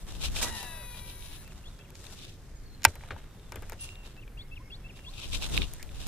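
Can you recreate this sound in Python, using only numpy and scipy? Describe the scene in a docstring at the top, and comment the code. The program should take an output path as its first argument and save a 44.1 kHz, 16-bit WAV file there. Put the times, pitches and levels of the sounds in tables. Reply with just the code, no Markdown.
"""On a calm lake a body-worn two-port microphone hears far wind, water and engines, mount rumble and sleeve rub.
From 0.4 s a cast from the boat makes the reel's chopped brake coil whine; the spool speeds up, then slows.
Birds sing on the shore from 1.5 s; the clutch snaps shut at 2.85 s and the reel ticks on.
From 3.8 s the handle squeaks and chinks, wavelets plop, and at 5.8 s a finger slides on the grip.
Filtered noise makes cloth, mount and lake; decaying sines make reel contacts; gliding tones make the songs."""
import sys
import numpy as np
from scipy import signal
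from scipy.io import wavfile

SR = 44100
rng = np.random.default_rng(int(sys.argv[2]) if len(sys.argv) > 2 else 0)


def wav_record(signal):
    """Record a signal, one row per channel, as 16-bit PCM in the file named by sys.argv[1]."""
    frames = np.transpose(np.atleast_2d(signal))
    bounded = np.clip(frames, -1, 1)
    # unit amplitude maps onto the largest positive 16-bit level
    quanta = np.round(bounded * 32767).astype(np.int16)
    wavfile.write(sys.argv[1], SR, quanta)


N = 268039
TIME = np.arange(N) / SR


def from_db(db):
    """Decibels to gain."""
    return 10 ** (np.asarray(db) / 20)


def rms_one(x):
    """Scale to unit rms."""
    return x / np.sqrt(np.mean(x ** 2) + 1e-20)


def in_time(rows):
    """Table columns after the first, interpolated over time."""
    s, *columns = np.transpose(rows)
    return [np.interp(TIME, s, column) for column in columns]


def at_hz(points, hz):
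    """Read a spectrum on a log frequency axis."""
    f, value = np.transpose(points)
    return np.interp(np.log(hz), np.log(np.maximum(f, 1)), value)


def pan(db):
    """Left and right gains, db being left minus right."""
    return from_db(np.array([db / 2, -db / 2]))


def band(x, low_hz, high_hz):
    """Band-pass."""
    edges = [low_hz, min(high_hz, .45 * SR)]
    return signal.sosfilt(signal.butter(2, edges, "band", fs=SR, output="sos"), x)


def drift(rate_hz, size=N):
    """Slow random wander of unit rms, low-passed near rate_hz."""
    step, lead_in = 40, 2000  # samples per coarse point; coarse points dropped while the filter settles
    r = np.exp(-2 * np.pi * rate_hz * step / SR)
    coarse = rng.standard_normal(N // step + lead_in + 2)
    slow = signal.lfilter([1], [1, -2 * r, r * r], coarse)[lead_in:]
    return np.interp(np.arange(size) / step, np.arange(len(slow)), rms_one(slow))


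def add(out, s, piece):
    """Mix a stereo piece in at time s."""
    i = max(round(s * SR), 0)
    out[:, i:i + piece.shape[1]] += piece[:, :max(N - i, 0)]


def alike_mix(mid, side, alike):
    """Two unrelated signals mixed to a left-right correlation."""
    alike = np.clip(alike, -1, 1)
    return np.sqrt(1 + alike) * mid + np.sqrt(1 - alike) * side * [[1], [-1]]


def paired(x, alike):
    """Correlated stereo mix at unit rms."""
    return rms_one(alike_mix(x[0], x[1], alike))


def whistle(note, start, level_db, waver_db):
    """One near-sine whose phase sums a gliding frequency, wavering in level."""
    s, hz, db = np.transpose(note)
    t = np.arange(s[0], s[-1], 1 / SR)
    edge = np.clip(np.minimum(t - s[0], s[-1] - t) / 0.00063, 0, 1)
    gain = edge * from_db(np.interp(t, s, db) + level_db + waver_db * drift(30, size=len(t)))
    phase = 2 * np.pi * np.cumsum(np.interp(t, s, hz)) / SR
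    tone = np.sqrt(2) * gain * np.sin(phase)
    return np.roll(np.pad(tone, (0, N - len(t))), round((start + s[0]) * SR))


# Spectrum of the open lake. Each row: frequency in Hz, relative density in dB per Hz.
LAKE_SPECTRUM = [(12, -30), (20, 7.5), (126, -6), (233, -16), (454, -20.5), (601, -25), (1020, -29),
                 (2170, -31.5), (2560, -35.5), (3580, -38.5), (5140, -38.5), (14400, -46.5), (15700, -42)]
# Likeness of the two ports out on the lake. Each row: frequency in Hz, left-right correlation.
LAKE_LIKENESS = [(60, 1), (150, 1), (380, 1), (950, 0.65), (2380, 0.57), (5980, 0.74), (15000, 0.041)]
LAKE_DB = -46  # rms


def lake():
    """Far wind, water and engines blend into noise, built in half-octave bands that each waver."""
    edges_hz = 18 * 2 ** np.arange(0, 10.1, .5)
    white = rng.standard_normal((2, 2, N))
    out = 0
    for k, (low, high) in enumerate(zip(edges_hz, edges_hz[1:])):
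        mid, side = band(white[k % 2], low, high)
        centre = np.sqrt(low * high)
        gain = from_db(at_hz(LAKE_SPECTRUM, centre) + 1.4 * drift(2.9))
        out = out + gain * alike_mix(mid, side, at_hz(LAKE_LIKENESS, centre))
    return from_db(LAKE_DB) * rms_one(out)


# The mount shaken by body and breeze, at the ports.
# Each row: time in seconds, rumble in dB, knocking in dB.
SHAKE = [(0, -46, -82), (.1, -42, -53), (.3, -31, -50.5), (.5, -39, -58), (.75, -58, -79), (1.3, -50, -64),
         (1.8, -61, -77), (2.2, -57, -59), (2.45, -58, -75), (2.7, -50, -70), (3.0, -55, -72),
         (3.15, -57, -57.5), (3.4, -60.5, -73), (3.6, -56, -60.5), (3.9, -63.5, -72.5), (5.0, -59.5, -72),
         (5.2, -53, -55.5), (5.33, -32.5, -51), (5.49, -37.5, -45), (5.61, -24, -35), (5.73, -46.5, -73),
         (5.87, -42, -62), (6.03, -36.5, -56)]
LUMPS_DB = 0.5  # slow unevenness of the shaking


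def mount():
    """Body and breeze shake the ports almost independently: low rumble and higher knocking, in lumps."""
    rumble_db, knock_db = in_time(SHAKE)
    shake, lumps_db = rng.standard_normal((2, 2, N)), LUMPS_DB * drift(11)
    rumble = paired(band(shake[0], 9.6, 54.0), .1) * pan(1.2)[:, None]
    knocks = paired(band(shake[1], 64, 297) * from_db(2.0 * drift(30)), -0.27)
    return from_db(rumble_db + lumps_db) * rumble + from_db(knock_db + lumps_db) * knocks


# Resonances of the port cavity, for rub and snags alike. Each row: centre in Hz, width in Hz, level in dB.
CAVITY = [(2497, 570, 19.5), (3700, 610, 21), (5550, 580, 1.5)]
# Steady rustle of sleeves near the ports. Each row: time in seconds, treble in dB, dull part in dB.
RUSTLE = [(0, -59, -59.5), (.12, -57.5, -57), (.31, -51, -53.5), (.45, -42, -42), (.62, -52.5, -57.5),
          (.74, -58, -54.5), (1.1, -61.5, -65), (1.45, -59, -59.5), (1.85, -65, -67), (2.08, -66, -57),
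          (2.36, -67, -86), (2.84, -67, -61), (2.98, -61.5, -61), (3.14, -63, -57), (3.4, -65.5, -64),
          (3.74, -61, -62.5), (4.08, -65, -60), (4.25, -75.5, -74), (4.9, -69.5, -65.5), (5.2, -57, -65),
          (5.5, -45.5, -48.5), (5.68, -54, -58.5), (5.95, -60.5, -59), (6.078, -57, -56.5)]
# Strokes of cloth past the ports. Each row: peak time in seconds, level in dB, swell and fade widths
# in seconds, brightness in dB against the cavity part, pan in dB (left minus right).
STROKES = [(.155, -55.5, 0.045, 0.027, -2, 4), (0.254, -38, 0.024, 0.017, -4, 3),
           (.368, -41, 0.01, 0.013, 0, 1), (.397, -39.5, 0.0094, 0.0077, -3, 3),
           (0.429, -38.5, 0.007, 0.012, 6.5, -4), (.52, -76, 0.024, 0.012, -9, 1),
           (.592, -48.5, 0.02, 0.031, -4, -1), (.99, -52, 0.03, 0.01, -10, 5),
           (1.085, -53.5, 0.023, 0.04, -7, 1), (1.25, -52.5, 0.027, 0.033, -3.5, 5),
           (1.35, -53.5, 0.029, 0.018, -9, 3), (1.965, -62.5, 0.011, 0.17, 7.5, 5),
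           (2.217, -51, 0.028, 0.067, -7, 1), (2.887, -55.5, .006, .02, 6.5, -4),
           (3.819, -54, 0.021, 0.058, 2.5, -2.5), (4.06, -62.5, 0.017, 0.05, -2.5, -1),
           (4.97, -62.5, .012, .02, -2, -2), (5.242, -46.5, 0.058, 0.026, -10, 5),
           (5.343, -35, 0.012, 0.018, -6, 4.5), (5.437, -37, 0.016, .018, -9.5, 0),
           (5.567, -39.5, 0.024, 0.01, -9, 4), (5.62, -42, 0.017, 0.021, -15, 6),
           (6.03, -51.5, 0.052, 0.072, -2.5, 1.5)]
RUSTLE_CAVITY_DB = -8  # cavity part of the rustle, against its treble
STROKE_DULL_DB, CLOTH_AIR_DB = -13.5, -16  # dull part against the cavity part; top hiss against the bright part


def sleeves():
    """Cloth drags in dense uneven grains through the port cavity; each stroke swells and fades as a bell curve."""
    grains = rng.standard_normal((2, N)) * from_db(2.3 * drift(220) + 1.72 * drift(21))
    cavity = 0
    for k, (hz, width, db) in enumerate(CAVITY):
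        r = np.exp(-np.pi * width / SR)
        poles = [1, -2 * r * np.cos(2 * np.pi * hz / SR), r * r]
        tuned = signal.lfilter([1 - r * r, 0, r * r - 1], poles, grains)
        cavity = cavity + (-1) ** k * from_db(db) * tuned
    cavity = paired(cavity, 0.017)
    bright = paired(band(grains, 4300, 9540), -0.24)
    bright = bright + from_db(CLOTH_AIR_DB) * paired(band(grains, 8600, 12500), 0.091)
    dull = paired(band(grains, 240, 2260), 0.64)

    treble_db, dull_db = in_time(RUSTLE)
    out = from_db(treble_db) * (bright + from_db(RUSTLE_CAVITY_DB) * cavity) + from_db(dull_db) * dull
    for s, db, swell, fade, bright_db, pan_db in STROKES:
        near = slice(max(round((s - 4 * swell) * SR), 0), round((s + 4 * fade) * SR))
        t = TIME[near] - s
        bell = np.exp(-.5 * (t / np.where(t < 0, swell, fade)) ** 2)
        cloth = cavity[:, near] + from_db(bright_db) * bright[:, near]
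        cloth = cloth + from_db(STROKE_DULL_DB) * dull[:, near]
        out[:, near] += from_db(db) * bell * cloth * pan(pan_db)[:, None]
    return out


# Paths round the microphone housing. Each row: frequency in Hz, radians by which the left port leads.
PORT_LEAD = [(600, -.3), (1600, .2), (3000, -.2), (4200, -1.2), (5200, .2), (6500, .6), (8000, 1.8),
             (10500, 3.5), (13000, 4.7)]
# Shading by the housing. Each row: frequency in Hz, left minus right in dB.
PORT_TILT = [(900, -2), (2300, -2), (3000, -3), (4200, -3.5), (6500, -3), (10500, 4.5)]


def ring(hz, db, t60, phase, size):
    """Decaying sines summed in each port, shifted and shaded by the paths round the housing."""
    t = np.arange(size) / SR
    lead = at_hz(PORT_LEAD, hz) * np.array([[.5], [-.5]])
    waves = np.sin(2 * np.pi * hz[:, None] * t + (phase + lead)[:, :, None])
    waves *= pan(at_hz(PORT_TILT, hz))[:, :, None]
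    return (waves * from_db(db[:, None] - 60 * t / t60[:, None])).sum(axis=1)


# Snags of cloth close to the ports. Each row: start in seconds, peak of the ringing in dB before pan,
# centre in Hz, pan in dB (left minus right).
SNAGS = [(0.3107, -40, 7300, 18), (0.366, -20.5, 2420, 19), (1.224, -29, 3630, -2), (2.052, -33, 3700, 9),
         (2.0676, -31, 3740, 19), (3.3967, -38.5, 3820, 2), (3.8903, -32, 2560, -14),
         (3.9558, -32, 3700, 9), (4.9726, -34, 2830, 6), (5.137, -34, 3770, 17), (5.3304, -32, 2550, -24),
         (5.406, -28, 7500, -2), (5.424, -24.5, 3930, 11), (5.568, -22, 3690, 14),
         (5.5768, -10.5, 2530, -21), (5.619, -12.5, 3330, -9.5), (5.892, -31, 2900, 2.0)]


def snags():
    """A snag is one click that rings the port cavity, strongest near its own centre, with a noisy onset."""
    out, (hz, width, db) = np.zeros((2, N)), np.transpose(CAVITY)
    for s, peak_db, centre_hz, pan_db in SNAGS:
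        level = np.append(db - 9 * np.abs(np.log2(hz / centre_hz)), 0)
        t60 = np.append(4.07 / width, .006)
        hit = ring(np.append(hz, centre_hz), level, t60, 0, size=800)
        hit *= np.minimum(np.arange(800) / 25, 1) / np.abs(hit).max()
        onset = rng.standard_normal((2, 200)) * from_db(-np.arange(200) * 2.5)
        hit[:, :200] += from_db(-11.5) * onset
        add(out, s, from_db(peak_db) * hit * pan(pan_db)[:, None])
    return out


# The spool after release, heard from the body of the caster.
# Each row: time in seconds, magnet poles passing per second in Hz, whine gain in dB.
SPOOL = [(.415, 919, -60), (.435, 951, -57), (.48, 970, -61), (.58, 830, -58), (.7, 700, -58.5),
         (.9, 517.6, -61.5), (1.02, 416, -63), (1.26, 284, -67), (1.425, 216, -70.5), (1.47, 188, -91)]
# Coil force. Each row: multiple of the chop rate, then level in dB at 0.894 s and fading in dB per second
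# for the centre line, for the line lower by the pole rate and for the line higher by it.
COIL = [(0, -60, 0, -60, 0, -5, 25), (1, 1, 7, -16, -10, -7, 37), (2, -0.5, 11, -9.5, -19, 1.5, 7),
        (3, -9, 7, -16, 5, -5.5, 10), (4, 2.5, 4, -31, -6, -9, -12), (5, -9.5, 0, -34.5, 91, -11.5, 17),
        (6, -10, -8, -24, 2, -7.5, -9), (7, -21, 8, -19, 2, -28, 2), (8, -30, 12, -29, 0, -31, 12),
        (9, -26, 0, -31, 0, -14, 5), (10, 0.5, -9, -19, -12, 4, 2), (11, 4, -8, -4, -18, -3, -15),
        (12, -1, -6, -19, -10, -24, 0), (13, -10, -13, -25, -6, -19, -14), (14, -4, -10, -14, -6, -24, -8),
        (15, -7, -13, -19, -4, -22, -8)]
# The coil's path while the rod points away. Each row: frequency in Hz, radians by which the left port leads.
COIL_LEAD = [(1000, .4), (2000, .8), (4000, .7), (6000, 2.4), (10000, 3.4), (12000, 3.2), (14000, 4.3)]
CHOP_HZ, POLES = 974.45, 4  # chop rate of the current; magnet poles per turn
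TURN_DB, TURN_FADE_DB = 4, 54  # unbalance hum against the whine gain at 0.5 s; its fading in dB per s
WOBBLE = 0.82  # depth of the once-a-turn throb at the tenth chop multiple
BEARING_DB = -5  # bearing hiss against the whine gain, at 1.4 s


def brake():
    """The chopped current times the passing poles gives lines at chop multiples, plus and minus the pole rate."""
    poles_hz, whine_db = in_time(SPOOL)
    on = (TIME > SPOOL[0][0]) & (TIME < SPOOL[-1][0])
    t = TIME[on]
    poles = 2 * np.pi * np.cumsum(poles_hz[on]) / SR
    turn = poles / POLES
    out = np.zeros((2, N))
    for k, *lines in COIL:
        chop = 2 * np.pi * k * CHOP_HZ * t
        lead = at_hz(COIL_LEAD, max(k, .5) * CHOP_HZ) * np.array([[.5], [-.5]])
        for db, fade_db, side in zip(lines[::2], lines[1::2], (0, -1, 1)):
            # the rod moves, the poles are uneven
            flutter = 0.31 * drift(11.0, size=len(t)) + 2.7 * abs(side) * drift(40, size=len(t))
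            throb = 1 + WOBBLE * k / 10 * np.sin(turn + rng.uniform(0, 2 * np.pi))
            wave = np.sin(chop + side * poles + rng.uniform(0, 2 * np.pi) + lead)
            out[:, on] += from_db(db - fade_db * (t - 0.894) + flutter) * throb * wave
    out[:, on] += from_db(TURN_DB - TURN_FADE_DB * (t - .5)) * np.sin(turn)

    # uneven bearing hiss, present throughout and rising against the whine gain
    noise = rng.standard_normal((2, N))
    hiss = rms_one(band(noise, 9500, 11800)) + from_db(-0.5) * rms_one(band(noise, 11800, 15000))
    out += from_db(BEARING_DB + 4.2 * (TIME - 1.4) + 2.7 * drift(9)) * hiss
    return np.sqrt(2) * from_db(whine_db) * out * pan(7.3)[:, None]


# Reel parts meeting in the hands, the clutch at 2.85 s. Each row: start in seconds, peak of the ringing in dB
# before pan, strongest Hz, treble in dB, pan in dB (left minus right), thump in dB against the ringing.
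REEL_HITS = [(0.424, -26, 2050, -10, -1, -16), (0.428, -16, 2050, -2.5, 3.5, -16),
             (0.629, -26, 783, -4.5, 2, -10.5), (0.946, -33, 810, -15, 1, -7.5),
             (1.477, -35.5, 2940, -9, -2, -9), (1.79, -33, 4700, -22, 3, -14),
             (1.904, -38, 990, -7, 1, -24), (1.954, -31, 4600, -18, -1, -25),
             (2.8202, -28, 3700, -27, 4, -41), (2.833, -23, 4500, -15, 7, -23),
             (2.8421, -10.5, 6600, -16, -11, -20), (2.8472, -16, 2500, -16.5, 18, -31),
             (2.85, 12.5, 4280, -15, 1.5, -36), (2.8513, 3, 1260, -17, 0.5, -23),
             (2.8583, -23, 2300, -10, 7, -30), (2.955, -30, 700, -9.5, 2.5, -10),
             (3.009, -35, 2100, -34, 3, -19), (3.036, -34.5, 1240, -28, 0, -15),
             (3.107, -24.5, 1570, -41, 3.5, -1.5), (3.164, -34, 1030, -42, 7, -19),
             (3.521, -26, 1340, -12.5, 6, -9), (3.542, -38.5, 1100, -29, 0, -1.5),
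             (3.558, -27, 1330, -10, 5.5, -5.5), (3.622, -34, 680, -10, 3.5, -4),
             (3.632, -42, 1300, -24, 10, -3), (3.697, -27, 1640, -8.5, 8, -16),
             (3.721, -27.5, 1030, -11, 4, -5), (3.732, -34, 1500, -10, -4, -20),
             (4.166, -34.5, 2680, -28, 5, -12), (4.278, -38, 2055, -30.5, 6, -27),
             (4.992, -35, 1840, -33, 3.5, -33), (5.736, -28.5, 9130, 0.5, 2.5, -17),
             (5.828, -24, 5630, -9.5, 1, -19), (6.068, -25, 517, -9.5, -2, -7.5)]
# Modes of the reel frame. Each row: frequency in Hz, level in dB, free t60 in seconds (the hand shortens it).
REEL_MODES = [(520, -12, 0.051), (900, -7.5, 0.11), (1580, -15, 0.09), (1893, -3, 0.026),
              (2346, -11.5, 0.14), (2750, -6.5, 0.016), (3531, -3, 0.013), (4210, 15, 0.0077),
              (4700, 5.5, 0.021), (5390, -1, 0.055), (6800, 7.5, 0.027), (8500, -13, 0.047),
              (9100, -23, 0.034), (10610, -7, 0.019), (11550, -16.5, 0.028), (13080, -13, 0.024),
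              (13930, -21.5, 0.037), (15800, -14, 0.02)]
THUMP_LAG_S = .016  # the thump travels down the rod
SOFT_SHARE = 0.58  # share of the treble level change shown from an octave over the strongest Hz to 8.5 kHz


def reel():
    """Each contact sets the frame's modes ringing, with a bright crack, a dull rattle and a thump down the rod."""
    out, (hz, db, t60), t = np.zeros((2, N)), np.transpose(REEL_MODES), np.arange(4000) / SR
    for s, peak_db, centre_hz, treble_db, pan_db, thump_db in REEL_HITS:
        treble_share = np.where(hz > 8500, 1, SOFT_SHARE * (hz > 2 * centre_hz))
        emphasis_db = 12 * np.exp(-1.5 * np.log2(hz / centre_hz) ** 2)
        spread_db = 1.5 * rng.standard_normal(len(hz))
        level = db + emphasis_db + spread_db + treble_db * treble_share
        phase = 2.9 * rng.standard_normal(len(hz))
        # the gripping hand damps most of the ring at once and a little lingers
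        hit = ring(hz, level, 0.16 * t60, phase, size=4000)
        hit += ring(hz, level - 19.5, .6 * t60, phase, size=4000)
        hit /= np.abs(hit).max()

        noise = rng.standard_normal((2, 4000))
        crack = rms_one(band(noise, 7600, 15000)) * from_db(treble_db - 60 * t / 0.0085)
        rattle = paired(band(noise, 1500, 2800), 0.88) * from_db(-20.5 - 60 * t / 0.026)
        rattle += paired(band(noise, 260, 870), 0.99) * from_db(thump_db - 11.0 - 60 * t / 0.13)
        rattle += paired(band(noise, 800, 1900), 1.0) * from_db(thump_db - 10 - 60 * t / 0.085)
        hit = (hit + crack + rattle) * np.minimum(t / 0.0003, 1) * pan(pan_db)[:, None]
        thump = np.sin(2 * np.pi * 85 * t) * np.minimum(t / 0.014, 1) * from_db(thump_db - 60 * t / 0.091)
        add(out, s, from_db(peak_db) * hit)
        add(out, s + THUMP_LAG_S, from_db(peak_db) * np.array([thump, thump]))
    return out


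# Two figures of the near singer, each a list of notes.
# Each row of a note: seconds after the start, frequency in Hz, level in dB against the figure.
DROP = [
    [(0, 2620, -12), (.008, 2632, -0.5), (.028, 2693, 0), (.034, 2720, -6)],
    [(.044, 3880, -12.5), (.052, 3000, -6), (.060, 2720, 0), (.070, 2330, -0.5)],
]
RISE = [
    [(0, 2360, -14), (.008, 2790, -1), (.017, 2800, -13)],
    [(.016, 3190, -16), (.022, 3353, 0), (.036, 3370, 1.5), (.048, 3710, -2), (.056, 4320, -7),
     (.066, 4600, -18)],
    [(.010, 4830, -17), (.020, 4360, -17), (.045, 4320, -15)],
]
# When the near singer sings each figure. Each row: start in seconds, level in dB.
DROPS = [(1.451, -58), (1.791, -60), (4.170, -55), (4.512, -48.5), (4.841, -51), (5.172, -53)]
RISES = [(1.635, -53.5), (4.37, -48.5), (4.700, -46.5), (5.044, -47)]
# Far whistles, a list of notes. Each row of a note: time in seconds, frequency in Hz, level in dB.
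WHISTLES = [
    [(1.69, 3900, -66), (1.72, 3560, -68), (1.78, 3310, -69), (1.98, 3300, -85)],
    [(2.55, 7300, -68), (2.57, 6800, -66), (2.60, 6500, -78)],
    [(2.56, 4680, -79), (2.66, 4440, -69), (2.72, 4180, -62.5), (2.77, 4220, -74), (2.81, 4030, -71),
     (2.95, 4030, -67.5), (3.3, 3680, -76), (3.6, 3420, -71)],
    [(4.48, 5450, -79), (4.6, 5380, -75), (4.8, 5340, -77.5), (4.95, 5400, -72.5)],
    [(4.40, 2400, -73), (4.43, 2120, -68.5), (4.5, 2200, -79.5), (4.65, 2150, -69.5), (4.8, 2260, -87.5),
     (4.9, 2200, -66)],
]
# Echoes off docks and trees. Each row: delay in seconds, level in dB.
SHORE = [(.021, -20), (.047, -22), (.083, -24), (.131, -25)]


def birds():
    """A near singer on the left repeats two figures, others whistle far off on the right; the shore echoes them."""
    near = sum(whistle(note, s, db, 0.53) for figure, rows in ((DROP, DROPS), (RISE, RISES))
               for s, db in rows for note in figure)
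    far = sum(whistle(note, 0, 0, 2.5) for note in WHISTLES) * from_db(4.5 * drift(160))
    # the port farther from the bird hears it a few samples late
    out = np.array([near, np.roll(near, 4)]) * pan(2.8)[:, None]
    out += np.array([np.roll(far, 3), far]) * pan(-0.5)[:, None]
    for k, (s, db) in enumerate(SHORE):
        # each echo reaches one port, and the other after 2.3 times the delay
        out[k % 2] += from_db(db) * np.roll(near + far, round(s * SR))
        out[1 - k % 2] += from_db(db) * np.roll(near + far, round(2.3 * s * SR))
    return out


# The handle squeaks on its shaft, a list of squeaks.
# Each row of a squeak: time in seconds, frequency in Hz, level in dB.
SQUEAKS = [
    [(3.79, 2760, -58), (3.82, 2770, -51), (3.95, 2770, -57.5), (4.03, 2740, -61), (4.07, 2670, -60)],
    [(4.94, 2710, -64.5), (4.97, 2770, -60), (5.16, 2770, -76)],
]


def handle_squeaks():
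    """The handle turning on its shaft gives a wavering tone, later at the left port by 5 samples."""
    squeak = sum(whistle(note, 0, 0, 1.5) for note in SQUEAKS) * from_db(2.0 * drift(150))
    return np.array([np.roll(squeak, 5), squeak])


# Modes of the handle knob. Each row: frequency in Hz, relative level in dB, t60 in seconds.
KNOB = [(5938, -2, 0.24), (6900, -8, 0.23), (7332, -10, 0.59), (9270, 18, 0.18), (10500, 12, 0.11),
        (11100, -2, 0.13), (11600, -20, 0.34), (12170, -23, 0.44), (14200, -19.5, 0.42), (14500, -11, 0.26)]
CHINK_S, CHINK_DB = 3.805, -51  # start; level added to every mode


def knob_chink():
    """The loose handle knob chinks: high modes ring up in 9 ms, flicker and decay."""
    out, (hz, db, t60) = np.zeros((2, N)), np.transpose(KNOB)
    rise = np.minimum(np.arange(16000) / SR / 0.0092, 1)
    flicker = from_db(4.3 * drift(250, size=16000))
    add(out, CHINK_S, rise * flicker * ring(hz, db + CHINK_DB, t60, 0, size=16000))
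    return out


# A wavelet on the hull. Each row: seconds after the start, frequency in Hz, level in dB against the plop.
PLOP = [(0, 960, -11), (.008, 1000, 0.5), (.027, 1110, -6)]
# When wavelets plop against the boat. Each row: start in seconds, level in dB.
PLOPS = [(4.598, -57.5), (5.076, -58.5)]


def wavelets():
    """A wavelet plops on the hull as a short tone gliding upward, alike at both ports."""
    return sum(whistle(PLOP, s, db, 0.92) for s, db in PLOPS)


# A finger slides on the grip. Each row: time in seconds, level in dB.
SCUFF = [(5.785, -90), (5.797, -53), (5.828, -56), (5.84, -92)]


def finger_scuff():
    """Skin sliding on the grip makes a short narrow band of noise."""
    return from_db(in_time(SCUFF)[0]) * paired(band(rng.standard_normal((2, N)), 1700, 2150), .7)


def scene():
    """All sources at the two ports."""
    out = lake() + mount() + sleeves() + snags() + brake() + reel() + birds()
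    return out + handle_squeaks() + knob_chink() + wavelets() + finger_scuff()


OVERLOAD, CUTOFF_HZ = .82, 16200  # input limit in full scale; stop-band edge


def record(dry):
    """The snap overloads the input, which clips; a steep low-pass cuts the top."""
    clipped = np.clip(dry, -OVERLOAD, OVERLOAD)
    return signal.sosfilt(signal.cheby2(12, 70, CUTOFF_HZ, fs=SR, output="sos"), clipped)


dry = scene()
out = record(dry)
wav_record(out)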